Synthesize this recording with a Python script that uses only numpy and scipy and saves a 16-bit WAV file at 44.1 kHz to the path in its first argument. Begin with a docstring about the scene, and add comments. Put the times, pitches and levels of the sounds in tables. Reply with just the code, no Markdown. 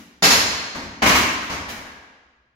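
"""A loaded barbell is slammed into a steel rack in a hard-walled gym. The near end clashes brightly on
its upright, then the far end crashes down with a deeper clang. Each blow rings the steel, knocks the
frame and makes the heavy bar boom. The weight plates rattle on the bar as it settles, a loose one
clinks, and every blow hangs in the hall. Fading noise makes the wash of countless vibrations;
fading sine waves make the few clear tones that stand out of it."""
import sys
import numpy as np
from scipy import signal
from scipy.fft import rfft, irfft, next_fast_len
from scipy.io import wavfile
from scipy.ndimage import map_coordinates

SR = 44100
rng = np.random.default_rng(int(sys.argv[2]) if len(sys.argv) > 2 else 0)


def store_wav(level_fs):
    """Save 16-bit WAV to argv[1]."""
    pcm = np.round(np.clip(np.atleast_2d(level_fs), -1, 1) * 32767)
    wavfile.write(sys.argv[1], SR, pcm.T.astype(np.int16))


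N = 112454
AGE = np.arange(N) / SR  # seconds since a sound began
LONGEST_RING_S = 1.5  # upper limit on a tone's "ring", the time it takes to fade by 60 dB


def amp(db):
    """Turn decibels into a gain to multiply by."""
    return 10 ** (np.asarray(db) / 20)


def along(points, hz):
    """Read a curve of (frequency, value) points, with octaves evenly spaced."""
    f, v = np.transpose(points)
    return np.interp(np.log(hz + 1), np.log(f + 1), v)


def add(track, s, sound):
    """Mix a sound into the track, starting at s seconds."""
    start = round(s * SR)
    part = sound[:, max(-start, 0):N - max(start, 0)]
    track[:, max(start, 0):][:, :part.shape[1]] += part


def rise(seconds):
    """A smooth climb from silence to full level."""
    return 1 - np.exp(-AGE / seconds)


def tilt_db(hz, brightness):
    """Brighten or darken a sound around 2000 Hz; brightness is in dB per octave."""
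    return brightness * np.log2(np.maximum(hz, 250) / 2000)


def spread(mid, side, hz):
    """Make left and right: the bass is centred, the treble comes from all around."""
    # how wide the sound is: f/Hz, side over mid/dB
    widths = [(60, -26), (180, -15.5), (350, -14), (700, -8), (1200, 2), (2500, -0.5), (6000, 0),
              (12000, 0)]
    # which way it leans: f/Hz, left over right/dB
    leans = [(60, -0.5), (180, 3), (700, 1), (1400, 1.6), (2800, 0), (5500, -1.4), (11000, 0)]
    width = amp(along(widths, hz))
    lean = amp(along(leans, hz) / 2)
    left = (mid + width * side) * lean
    right = (mid - width * side) / lean
    return np.array([left, right]) / np.sqrt(1 + width ** 2)


def wash(spectrum, brightness=0, ripple=None):
    """Stereo noise shaped by a spectrum, then scaled to an average power of 1."""
    size = next_fast_len(N)
    hz = np.fft.rfftfreq(size, 1 / SR)
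    db = along(spectrum, hz) + tilt_db(hz, brightness) + (0 if ripple is None else along(ripple, hz))
    mid, side = np.exp(2j * np.pi * rng.random((2, len(hz)))) * amp(db)
    noise = irfft(spread(mid, side, hz), size)[:, :N]
    return noise / np.sqrt(np.mean(noise ** 2) + 1e-20)


def resonances(spacing_hz=42, depth_db=4.3, from_hz=1200):
    """The countless small peaks and dips in the treble of one steel part, as (Hz, dB) points."""
    hz = np.arange(0, SR / 2, spacing_hz)
    chance = rng.uniform(-1, 1, len(hz))
    return np.transpose([hz, depth_db * chance * hz ** 2 / (hz ** 2 + from_hz ** 2)])


def hall_decay(sound, treble_hz=8000, treble_rise_s=0.0081):
    """Each frequency dies away at the hall's own speed; the highest builds up as the steel chatters."""
    # how long the hall echoes: f/Hz, time to fade by 60 dB/s
    echo_times = [(100, 1.0), (250, 1.22), (700, 1.34), (1700, 1.41), (3500, 1.233), (6500, 0.97),
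                  (9000, 0.77), (15000, .5)]
    hz, t, bands = signal.stft(sound, SR, nperseg=256)
    hz = hz[:, None]
    treble = hz ** 4 / (hz ** 4 + treble_hz ** 4)
    fade = amp(-60 * t / along(echo_times, hz))
    build_up = 1 - treble * np.exp(-t / treble_rise_s)
    return signal.istft(bands * fade * build_up, SR, nperseg=256)[1][:, :N]


def tones(modes, brightness=0, attack_s=.005, wander_hz=20, blur_radians=.95):
    """The clear, fading tones of struck steel, each blurred by its reflections."""
    out, power = np.zeros((2, N)), 0
    drift_times = np.linspace(0, AGE[-1], 512)
    for hz, db, ring_s in modes:
        ring_s = min(ring_s, LONGEST_RING_S)
        t = AGE[:int(ring_s * SR)]
        gain = amp(db + tilt_db(hz, brightness))
        drift = map_coordinates(rng.standard_normal(len(drift_times)), [drift_times * wander_hz])
        phase = 2 * np.pi * (hz * t + rng.random()) + blur_radians * np.interp(t, drift_times, drift)
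        phase = phase.astype(np.float32)
        tone = spread(np.sin(phase), rng.choice([-1, 1]) * np.cos(phase), hz)
        out[:, :len(t)] += tone * gain * amp(-60 * t / ring_s)
        power += gain ** 2 / 2
    return out / np.sqrt(power) * rise(attack_s)


def impacts(blows, steel, modes, tones_db, clash_db=-4, clash_fade_s=0.42, boom_fade_s=.75):
    """Each blow rings the steel, knocks the frame and makes the loaded bar boom."""
    # the knock of the rack frame: f/Hz, relative level/dB
    frame_spectrum = [(90, -22.5), (140, -12.5), (180, -1), (270, 1.5), (340, -7.5), (600, -21),
                      (1500, -59)]
    # the boom of the loaded bar: f/Hz, relative level/dB
    bar_spectrum = [(20, -45), (30, -30), (40, -23.5), (52, -12.5), (66, -3.5), (82, -5), (115, -12.5),
                    (200, -29.5), (500, -66)]
    out = np.zeros((2, N))
    # the first clash stands above the hall's echo
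    clash = rise(seconds=0.0046) * (1 + amp(clash_db - 60 * AGE / clash_fade_s)) / (1 + amp(clash_db))
    boom_shape = rise(seconds=0.012) * amp(-60 * AGE / boom_fade_s)
    ripple = resonances()
    for s, db, brightness, knock_db, boom_db in blows:
        steel_wash = amp(db) * wash(steel, brightness, ripple)
        knock = amp(knock_db) * rise(seconds=.004) * wash(frame_spectrum)
        clear_tones = amp(db + tones_db) * tones(modes, brightness)
        boom = amp(boom_db) * boom_shape * wash(bar_spectrum)
        add(out, s, clash * hall_decay(steel_wash + knock) + clear_tones + boom)
    return out


def gym_air():
    """The quiet air of the gym: a steady, low rumble."""
    # background noise: f/Hz, relative level/dB
    spectrum = [(20, -12.5), (45, -5), (63, 11), (85, -8), (200, -8), (600, -21), (1700, -29.5),
                (4000, -37), (12000, -57)]
    return amp(-69) * wash(spectrum)


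def loose_plate_clinks():
    """A loose plate clinks against the steel; one clink is already ringing at the start."""
    # clinks: t/s, level/dB, brightness/(dB per octave), knock/dB, boom/dB
    blows = [(-.06, -40.5, 0.9, -41, -56), (1.42, -43.5, 2.3, -44.5, -53.5), (1.683, -30, 0.14, -43.5, -45),
             (1.856, -43.5, -2.5, -56, -60)]
    # the loose plate's wash: f/Hz, relative level/dB
    steel = [(100, -17.5), (400, -9.5), (900, -7), (1700, -6.5), (2400, -8), (3400, -12.5), (6500, -14),
             (8400, -24), (11500, -18.5), (15500, -23.5)]
    # its clear tones: f/Hz, relative level/dB, ring/s
    modes = [(236, 0.5, 0.51), (264, -9, .7), (2030, -10, .8), (2290, -9, .7)]
    return impacts(blows, steel, modes, tones_db=-10)


def near_end():
    """The near end of the bar strikes its upright with a bright clash."""
    # strikes: t/s, level/dB, brightness/(dB per octave), knock/dB, boom/dB
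    blows = [(.2225, -12.5, 0.7, -29, -49.5), (.235, -9.5, 0.5, -25, -42), (.303, -11, 1, -42, -36.5),
             (.345, -28.5, -1, -37, -34.5), (.44, -35.5, -6.5, -40.5, -40.5)]
    # the near end's wash: f/Hz, relative level/dB
    steel = [(59, -37.5), (100, -12.5), (180, -10.5), (264, -5), (355, -12), (420, -5), (700, -6),
             (1000, -4), (1500, -4.5), (2550, -4), (3000, -7.5), (3850, -8), (4400, -3), (4850, -5.5),
             (5300, -2), (6050, -10.5), (6700, -5), (7300, -12.5), (8100, -20), (12000, -15.5),
             (15500, -25.5)]
    # its clear tones: f/Hz, relative level/dB, ring/s (limited to LONGEST_RING_S)
    modes = [(887, 0, 0.35), (950, -8.5, 1.7), (1637, -7.5, 1.3), (2235, -5.5, 1.4), (2350, -9.5, 0.74),
             (2640, -0.5, .9), (4230, -7, 1.6), (4640, -9.5, 2.4), (4689, -8, 0.9), (5285, -2, 0.46),
             (5330, -4, 0.65), (5630, -12, 0.7), (6310, -8.5, 2.1), (6675, -13, .9)]
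    return impacts(blows, steel, modes, tones_db=-12.5)


def hooks(attack_s=0.00068):
    """Each end lands in its hook with a short clonk and a bright clash."""
    # landings and rebounds: t/s, clonk/dB, clash/dB
    landings = [(0.2237, -18.5, -16), (.242, -35, -19), (0.306, -28.5, -14.5), (1.02, -18, -36.5)]
    # tones of the hook and its upright: f/Hz, relative level/dB, ring/s
    hook_modes = [(180, -2.5, .35), (213.7, -11, 0.54), (425.3, -4, 0.6), (583, -4.5, .16),
                  (695, 3.5, 0.13), (777, 1.5, .3), (850, -7.5, 0.13)]
    # tones of steel first hitting steel: f/Hz, relative level/dB, ring/s
    clash_modes = [(1370, -0.5, 0.13), (1880, -1, 0.19), (2700, -7.5, 0.095), (3680, -0.5, .1),
                   (3850, -7, 0.058), (5290, 1.5, .2), (5520, -9, .15), (7000, 1, 0.18)]
    out = np.zeros((2, N))
    for s, clonk_db, clash_db in landings:
        clonk = amp(clonk_db) * tones(hook_modes, attack_s=attack_s)
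        clash = amp(clash_db) * tones(clash_modes, attack_s=attack_s)
        add(out, s, clonk + clash)
    return out


def plate_rattle():
    """The weight plates bump together on the ends of the bar."""
    # bumps: t/s, level/dB, brightness/(dB per octave), knock/dB, boom/dB
    blows = [(.746, -29.5, -0.6, -37, -43), (.818, -39, 0, -35, -42), (1.232, -33.5, 3, -46.5, -41),
             (1.32, -42, -3.5, -51, -44), (1.494, -27.5, 0.6, -37, -39), (1.517, -29, 0.5, -45, -47),
             (1.58, -41, 0, -44, -41.5), (1.77, -40.5, -0.5, -52.5, -49.5)]
    # the plates' wash: f/Hz, relative level/dB
    steel = [(100, -13), (160, -5.5), (265, -12.5), (430, -10), (650, -6), (1000, -8), (1300, -6.5),
             (2200, -7.5), (3200, -17.5), (5000, -15), (6700, -18), (8400, -30.5), (11500, -30),
             (15500, -38)]
    # their clear tones: f/Hz, relative level/dB, ring/s
    modes = [(175, -7.5, 0.8), (264, 0, 1), (302, -4, .9), (922, 1, 1.1), (963, -1, 1.1), (1077, -2, 0.67),
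             (1100, -3.5, 0.99), (1182, -4.5, .9)]
    return impacts(blows, steel, modes, tones_db=-8)


def far_end():
    """The far end of the bar crashes down with a deeper clang."""
    # strikes: t/s, level/dB, brightness/(dB per octave), knock/dB, boom/dB
    blows = [(1.019, -13, -0.5, -27.5, -24.5), (1.057, -12, 1, -37, -31), (1.086, -13.5, 0, -28.5, -32.5),
             (1.145, -15, 1.88, -30.5, -44)]
    # the far end's wash: f/Hz, relative level/dB
    steel = [(59, -40), (100, -19.5), (146, -9.5), (253, -1.5), (477, -10.5), (614, -6), (808, -10),
             (1110, 1), (1370, -4), (2220, -5), (3610, -12.5), (6660, -15), (8580, -26), (11800, -23),
             (15500, -28.5)]
    # its clear tones: f/Hz, relative level/dB, ring/s
    modes = [(281.4, -7.5, 0.39), (631, -4, 0.57), (697, -7.5, 0.83), (1060, -5, 0.52), (1123, -7, .8),
             (1330, -7, 0.67), (1730, -1.5, .95), (2050, -11.5, 1.0), (2080, -7.5, 0.87), (2174, 5, .7),
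             (2334, -1.5, 0.99), (2330, -23, .8), (2507, 0, .7), (2910, -5.5, .8)]
    return impacts(blows, steel, modes, tones_db=-10)


def loose_plate_ping(start_s=1.858, level_db=-46):
    """The loose plate touches once more and rings on."""
    # its lingering note: f/Hz, relative level/dB, ring/s
    modes = [(1590, -6, 1.2), (1634, 0, 1.4), (1684, -2, 1.3), (1745, -7, 1.2)]
    out = np.zeros((2, N))
    add(out, start_s, amp(level_db) * tones(modes))
    return out


def scene():
    """Both ends of the bar, the settling plates and the quiet air of the gym."""
    bar = near_end() + far_end()
    plates = plate_rattle() + loose_plate_clinks()
    return bar + plates + hooks() + loose_plate_ping() + gym_air()


def record(dry, hardness=6, top_hz=15800):
    """The microphone rounds off the highest peaks and keeps nothing above top_hz."""
    rounded = dry / (1 + np.abs(dry) ** hardness) ** (1 / hardness)
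    size = next_fast_len(N + SR // 2)
    in_range = np.fft.rfftfreq(size, 1 / SR) < top_hz
    return irfft(rfft(rounded, size) * in_range, size)[:, :N]


dry = scene()
out = record(dry)
store_wav(out)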